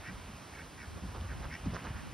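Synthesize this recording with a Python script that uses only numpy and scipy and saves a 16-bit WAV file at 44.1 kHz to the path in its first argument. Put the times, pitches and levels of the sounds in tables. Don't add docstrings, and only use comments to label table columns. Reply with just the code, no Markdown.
import sys
import numpy as np
from scipy import signal
from scipy.fft import rfft, irfft, next_fast_len
from scipy.io import wavfile
from scipy.ndimage import uniform_filter1d

SR = 44100
rng = np.random.default_rng(int(sys.argv[2]) if len(sys.argv) > 2 else 0)


def master(y):
    cut = np.clip(np.atleast_2d(y).T, -1, 1)
    pcm = np.round(cut * 32767)
    wavfile.write(sys.argv[1], SR, pcm.astype(np.int16))


N = 94153
SIZE = next_fast_len(N + 4096)

# [start t/s, length/s, level/dB, mid-call throat f/Hz, strong pulses per s,
#   mid-call tilt/dB per octave, tilt change start to end/dB per octave,
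#   side resonances/dB, throat glide start to end/share]
QUACKS = [(0.029, 0.089, -46.5, 1877, 96, -2, -14, -0.5, 0.096),
          (0.529, 0.038, -51.5, 2217, 70, -16, 0, -7, .03),
          (0.556, 0.077, -49.5, 1806, 94, -6, 15, 2.5, 0.11),
          (0.77, 0.1, -50, 1840, 74, -2, -20, 2, -0.1555), (1.279, 0.07, -49, 1820, 67, -14, -20, 1, -.1),
          (1.493, 0.084, -45, 1853, 77, 4.5, 6, -1.5, .14), (1.783, 0.03, -51, 1750, 70, -3, -13, 2, -.05),
          (1.866, 0.054, -56, 1810, 68, -2, 13, -7, 0.06), (1.928, 0.088, -52.5, 1770, 73, -14, 18, 0, .1)]
# [f/share of the throat centre, width of one pass/Hz, relative level/dB]
THROAT = [(.82, 163, -1), (1.0, 95, 4), (1.2, 105, 1.5), (1.45, 114, -7), (2.9, 510, -15)]
# [peak t/s, relative whoosh level/dB, relative rattle level/dB, relative slap level/dB,
#   breadth of the rise/s]
BEATS = [(0.987, -55, -73, -67, 0.028), (1.064, -57, -83, -71, 0.014), (1.163, -49, -79, -67, 0.033),
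         (1.246, -54, -79, -71, 0.067), (1.34, -55, -74, -66, 0.027), (1.447, -47, -59, -55, 0.032),
         (1.675, -53, -60, -69, 0.023), (1.763, -45.5, -50.5, -50.5, 0.036),
         (1.864, -47, -58.5, -54.5, 0.031), (1.951, -62, -77, -75, 0.038)]
# [f/Hz, relative level/dB per Hz]
WHOOSH_COLOUR = [(150, -26), (350, 7), (700, 2), (1100, 2), (2200, -43), (8000, -68)]
# [f/Hz, relative level/dB per Hz]
SWISH_COLOUR = [(400, -1.5), (900, 1), (1400, 3), (2200, -15), (3500, -12), (9000, -45)]
# [t/s, peak level/dB, f/Hz]
DROPS = [(1.2114, -40.5, 3200), (1.447, -43, 1370), (1.4547, -38, 1400), (1.766, -33, 1300),
         (1.87, -35.5, 1530)]
# [t/s, level/dB]
CHURN_LEVEL = [(0, -57), (.3, -58), (.8, -64.5), (1.15, -61), (1.5, -56), (1.9, -54), (2.13, -57.5)]
# [f/Hz, relative level/dB per Hz]
CHURN_COLOUR = [(150, -4.5), (400, -4), (800, 3.5), (1600, 2), (3000, 0), (6000, -38)]
# [t/s, rumble level/dB, relative buffeting level/dB,
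#   relative level of the part differing between ports/dB]
BREEZE = [
    [(0.0, -45, -73, -56), (0.048, -52, -82, -70), (0.09, -64, -44, -53), (0.158, -43, -51.5, -68),
     (0.188, -56, -62, -55), (0.262, -49.5, -53.5, -74), (0.49, -61, -60.5, -63.5),
     (0.596, -48.5, -61, -77), (0.676, -54.5, -53, -66), (0.704, -46, -74, -72), (0.73, -59, -49, -65),
     (0.788, -46.5, -62, -60), (0.858, -65, -52.5, -75), (0.886, -44, -79, -54), (0.98, -50, -50, -53)],
    [(0.99, -60, -57, -62), (1.014, -51.5, -52, -62), (1.046, -43, -44, -62), (1.094, -46.5, -51.5, -63),
     (1.264, -40, -49.5, -61), (1.284, -51, -62, -68), (1.308, -40.5, -48, -52), (1.344, -42, -55.5, -59),
     (1.4, -45, -46, -47), (1.472, -39, -50.5, -57), (1.496, -63, -48.5, -65), (1.516, -45, -48.5, -61),
     (1.58, -59, -52.5, -70), (1.6, -45, -56, -71), (1.652, -43, -46, -60)],
    [(1.664, -46, -33.5, -54), (1.682, -30, -40, -57), (1.706, -48.5, -44.5, -63), (1.734, -39, -44.5, -61),
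     (1.768, -36.5, -53, -64), (1.804, -50.5, -51.5, -62), (1.858, -53, -45.5, -67),
     (1.914, -38.5, -50, -59), (1.936, -50, -66, -60), (1.964, -31, -54.5, -51), (1.986, -50, -54, -54),
     (2.02, -50, -58.5, -44), (2.04, -64, -55, -49), (2.106, -51, -53, -56), (2.13, -63, -42, -66)],
]
# [f/Hz, relative level/dB per Hz]
RUMBLE_COLOUR = [(20, -45), (32, -12), (50, 1), (80, 4.5), (120, -7.5), (170, -17.5), (300, -59),
                 (3000, -100)]
BUFFET_COLOUR = [(60, -38), (110, 1.5), (160, 0), (240, -2.5), (330, -15.5), (500, -39), (1000, -59),
                 (5000, -100)]
APART_COLOUR = [(30, -30), (60, -12), (100, -3), (150, 0), (250, -4), (400, -15), (1000, -45), (5000, -100)]
# [t/s, level/dB, f midway through the sag/Hz, ring/s]
KNOCKS = [(1.036, -38.5, 165, 0.031), (1.6618, -34, 197, 0.022), (1.664, -35, 82.2, .034),
          (1.906, -39.5, 100, .02)]
# [f/Hz, relative level/dB per Hz]
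PARK_COLOUR = [(20, -60), (40, -30), (100, 1.5), (300, 1.5), (500, -1.5), (1000, -1), (1500, -4),
               (2000, -6.5), (3000, -9), (4000, -11), (5500, -11), (7000, -13.5), (9500, -15),
               (12000, -22.5), (16000, -26.5)]
# [f/Hz, level/dB]
DIFFUSE = [(60, -22), (300, -8), (700, -6), (1500, -7), (2500, -9), (3500, -13), (6000, -9), (16000, -10)]
# [f/Hz, left minus right level/dB]
PORT_BALANCE = [(60, 0), (200, -1), (330, -3), (500, -5), (770, -7), (1170, -7), (1650, -3), (2000, 0),
                (2500, 2), (3100, 0), (15000, 0)]
# [f/Hz, lead of the left phase/rad]
PORT_PHASE = [(20, 0), (1120, -.5), (2000, 0), (4200, .2), (5200, .5), (6000, 1.7), (6900, 2.9),
              (8000, 3.5), (9900, 5.9), (11600, 6.7), (12600, 9.0), (14500, 9.8), (16000, 12)]

PULSE_JITTER, HALF_PULSE_DB = 0.1, -5.5
BREATH_SHARE, BREATH_S = 0.6, 0.006
COLOUR_SWING_DB = 2.5
BILL_OPEN_DB = 11
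QUACK_RISE, QUACK_FALL, QUACK_START = 0.45, 0.25, 0.18
ECHO_S, ECHO_DB = 0.003105, -13.5
BEAT_FALL_SHARE = 0.68
BRIGHT_LAG_S, BRIGHT_DB = 0.002, -2
RATTLE_PER_S, RATTLE_LEAD_S, RATTLE_S = 203, 0.012, 0.014
RATTLE_LOW_HZ, RATTLE_HIGH_HZ = 3600, 6400
PUFF_S, RATTLE_ROUGH, RATTLE_DB = 0.0006, 0.5, 21.5
SLAP_HZ, SLAP_WIDTH_HZ, SLAP_DB, SLAP_LAG_S = 1400, 700, 42, 0.005
DROP_WIDTH_SHARE = 0.5
KNOCK_SAG, KNOCK_SNAP_DB = 0.49, -12
PARK_DB, PARK_WAVER_DB = -53, 0.3
CUTOFF_HZ = 16000


def amp(db):
    return 10 ** (np.asarray(db) / 20)


def rms_one(x):
    return x / np.sqrt(np.mean(x ** 2) + 1e-20)


def at_hz(points, size):
    hz, value = np.transpose(points)
    bin_hz = np.arange(size // 2 + 1) * SR / size
    return np.interp(np.log(bin_hz + 1), np.log(hz), value)


def shaped(x, response):
    return irfft(rfft(x, SIZE) * response, SIZE)[..., :N]


def noise(colour, channels=1):
    white = rng.standard_normal((channels, N))
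    return rms_one(shaped(white, amp(at_hz(colour, SIZE))))


def drift(rate_hz):
    r = np.exp(-2 * np.pi * rate_hz / SR)
    wander = signal.lfilter([1], [1, -2 * r, r * r], rng.standard_normal(N + SR))
    return rms_one(wander[SR:])


def resonate(x, hz, width_hz):
    r = np.exp(-np.pi * width_hz / SR)
    poles = [1, -2 * r * np.cos(2 * np.pi * hz / SR), r * r]
    return signal.lfilter([(1 - r * r) / 2, 0, (r * r - 1) / 2], poles, x)


def pulses(size, per_s, jitter):
    gaps = SR / per_s * (1 + jitter * np.clip(rng.standard_normal(64), -2, 2))
    at = np.cumsum(gaps)
    return at[at < size].astype(int)


def quack_voice(size, hz, rate, sides_db, tilt_db):
    breath = rng.standard_normal(SR // 4)[:size]
    colours = amp(COLOUR_SWING_DB * rng.standard_normal((len(THROAT), 64)))
    at = pulses(size, 2 * rate, PULSE_JITTER)
    strong_weak = amp(HALF_PULSE_DB * (np.arange(len(at)) % 2))
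    r = np.exp(-1 / (BREATH_S * SR))
    voice = np.zeros(size)
    for k, (share, width_hz, level_db) in enumerate(THROAT):
        clicks = np.full(size, 1e-12)
        clicks[at] = colours[k, :len(at)] * strong_weak
        puff = np.sqrt(1 - r * r) * signal.lfilter([1], [1, -r], clicks) * breath
        source = clicks + BREATH_SHARE * puff
        ring = resonate(resonate(source, hz * share, width_hz), hz * share, 3 * width_hz)
        side_db = sides_db * (k != 1)
        gain = amp(level_db + side_db + tilt_db * np.log2(min(share, 1.4)))
        voice += (-1) ** k * gain * ring
    return voice


def quacks():
    out = np.zeros(N + SR)
    for start, length, db, hz, rate, bright_db, slide_db, sides_db, glide in QUACKS:
        size = int(length * SR)
        u = np.arange(size) / size
        tilt_db = bright_db + slide_db * (u - 0.5) + BILL_OPEN_DB * (np.sin(np.pi * u) - 1)
        voice = quack_voice(size, hz, rate, sides_db, tilt_db)
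        warped = size * (u + glide * u * (u - 1) / 2)
        voice = np.interp(warped, np.arange(size), voice)
        voice = voice / np.sqrt(uniform_filter1d(voice ** 2, size=700) + 0.062 * np.mean(voice ** 2))
        envelope = np.interp(u, [0, QUACK_RISE, 1 - QUACK_FALL, 1], [QUACK_START, 1, 0.9, 0])
        out[int(start * SR):][:size] += amp(db) * voice * envelope
    lag = int(ECHO_S * SR)
    out[lag:] += amp(ECHO_DB) * out[:-lag]
    return out[:N]


def wing_air(push):
    t = np.arange(N) / SR
    early = np.interp(t + BRIGHT_LAG_S, t, push)
    late = np.interp(t - BRIGHT_LAG_S, t, push)
    air = early * noise(WHOOSH_COLOUR)[0] + amp(BRIGHT_DB) * late * noise(SWISH_COLOUR)[0]
    air *= 1 + 0.5 * np.cos(2 * np.pi * RATTLE_PER_S * t + 2.0 * drift(26))
    return air * amp(3.0 * drift(350) - 3.0)


def feather_rattle(touches):
    tails = signal.lfilter([1], [1, -np.exp(-1 / (PUFF_S * SR))], touches)
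    puffs = tails * RATTLE_ROUGH * rng.standard_normal(N) + 2.0 * touches
    band = signal.butter(5, [RATTLE_LOW_HZ, RATTLE_HIGH_HZ], "band", fs=SR, output="sos")
    return amp(RATTLE_DB) * signal.sosfilt(band, puffs)


def wing_slaps(touches):
    delayed = np.roll(touches, int(SLAP_LAG_S * SR))[:N]
    ring = resonate(delayed, SLAP_HZ, SLAP_WIDTH_HZ)
    return amp(SLAP_DB) * resonate(ring, SLAP_HZ, SLAP_WIDTH_HZ)


def wings():
    t, push = np.arange(N) / SR, np.zeros(N)
    touches = np.full((2, N + SR), 1e-12)
    for s, whoosh_db, rattle_db, slap_db, breadth in BEATS:
        width = np.where(t < s, breadth, breadth * BEAT_FALL_SHARE)
        push += amp(whoosh_db) * np.exp(-((t - s) / width) ** 2)
        at = pulses(SR // 10, RATTLE_PER_S, jitter=0.022)
        burst = np.exp(-((at / SR - 0.05) / RATTLE_S) ** 4)
        first = int((s - RATTLE_LEAD_S - 0.05) * SR)
        touches[:, at + first] += amp([[rattle_db], [slap_db]]) * burst
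    return wing_air(push) + feather_rattle(touches[0, :N]) + wing_slaps(touches[1])


def drops():
    out, click = np.zeros(N + SR), np.eye(1, 600)[0]
    for s, db, hz in DROPS:
        width_hz = DROP_WIDTH_SHARE * hz
        tick = resonate(resonate(click, hz, width_hz), hz, width_hz)
        out[int(s * SR):][:len(tick)] += amp(db) * tick / np.abs(tick).max()
    return out[:N]


def churn():
    s, db = np.transpose(CHURN_LEVEL)
    level_db = np.interp(np.arange(N) / SR, s, db) + 0.69 * drift(60)
    return amp(level_db) * noise(CHURN_COLOUR)[0]


def breeze():
    s, *columns = np.concatenate(BREEZE).T
    rumble_db, buffet_db, apart_db = [np.interp(np.arange(N) / SR, s, c) for c in columns]
    rumble = amp(rumble_db) * noise(RUMBLE_COLOUR)
    buffeting = amp(buffet_db - 0.5 + 2.0 * drift(24.5)) * noise(BUFFET_COLOUR)
    apart = amp(apart_db + 2.8 * drift(10.4)) * noise(APART_COLOUR)
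    return rumble + buffeting + apart * [[1], [-1]]


def knocks():
    out, t = np.zeros(N + SR), np.arange(SR // 8) / SR
    for s, db, hz, ring_s in KNOCKS:
        pitch = 1 + KNOCK_SAG * (2 * np.exp(-t / ring_s) - 1)
        phase = 2 * np.pi * hz * np.cumsum(pitch) / SR
        thump = np.exp(-(t / ring_s) ** 4) * np.sin(phase)
        snap = amp(KNOCK_SNAP_DB) * np.exp(-5.0 * t / ring_s) * np.sin(2 * phase)
        out[int(s * SR):][:len(t)] += amp(db) * (thump + snap)
    return out[:N]


def park():
    hiss = amp(PARK_DB + PARK_WAVER_DB * drift(8)) * noise(PARK_COLOUR, channels=3)
    diffuse = shaped(hiss[1:], amp(at_hz(DIFFUSE, SIZE)))
    return hiss[0] + diffuse


def ports(x):
    half = amp(at_hz(PORT_BALANCE, SIZE) / 2) * np.exp(0.5j * at_hz(PORT_PHASE, SIZE))
    return shaped(x, np.array([half, 1 / half]))


def scene():
    pond = quacks() + wings() + drops() + churn() + park()
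    return ports(pond) + breeze() + knocks()


def record(dry):
    return signal.sosfilt(signal.cheby2(22, 70, CUTOFF_HZ, fs=SR, output="sos"), dry)


dry = scene()
out = record(dry)
master(out)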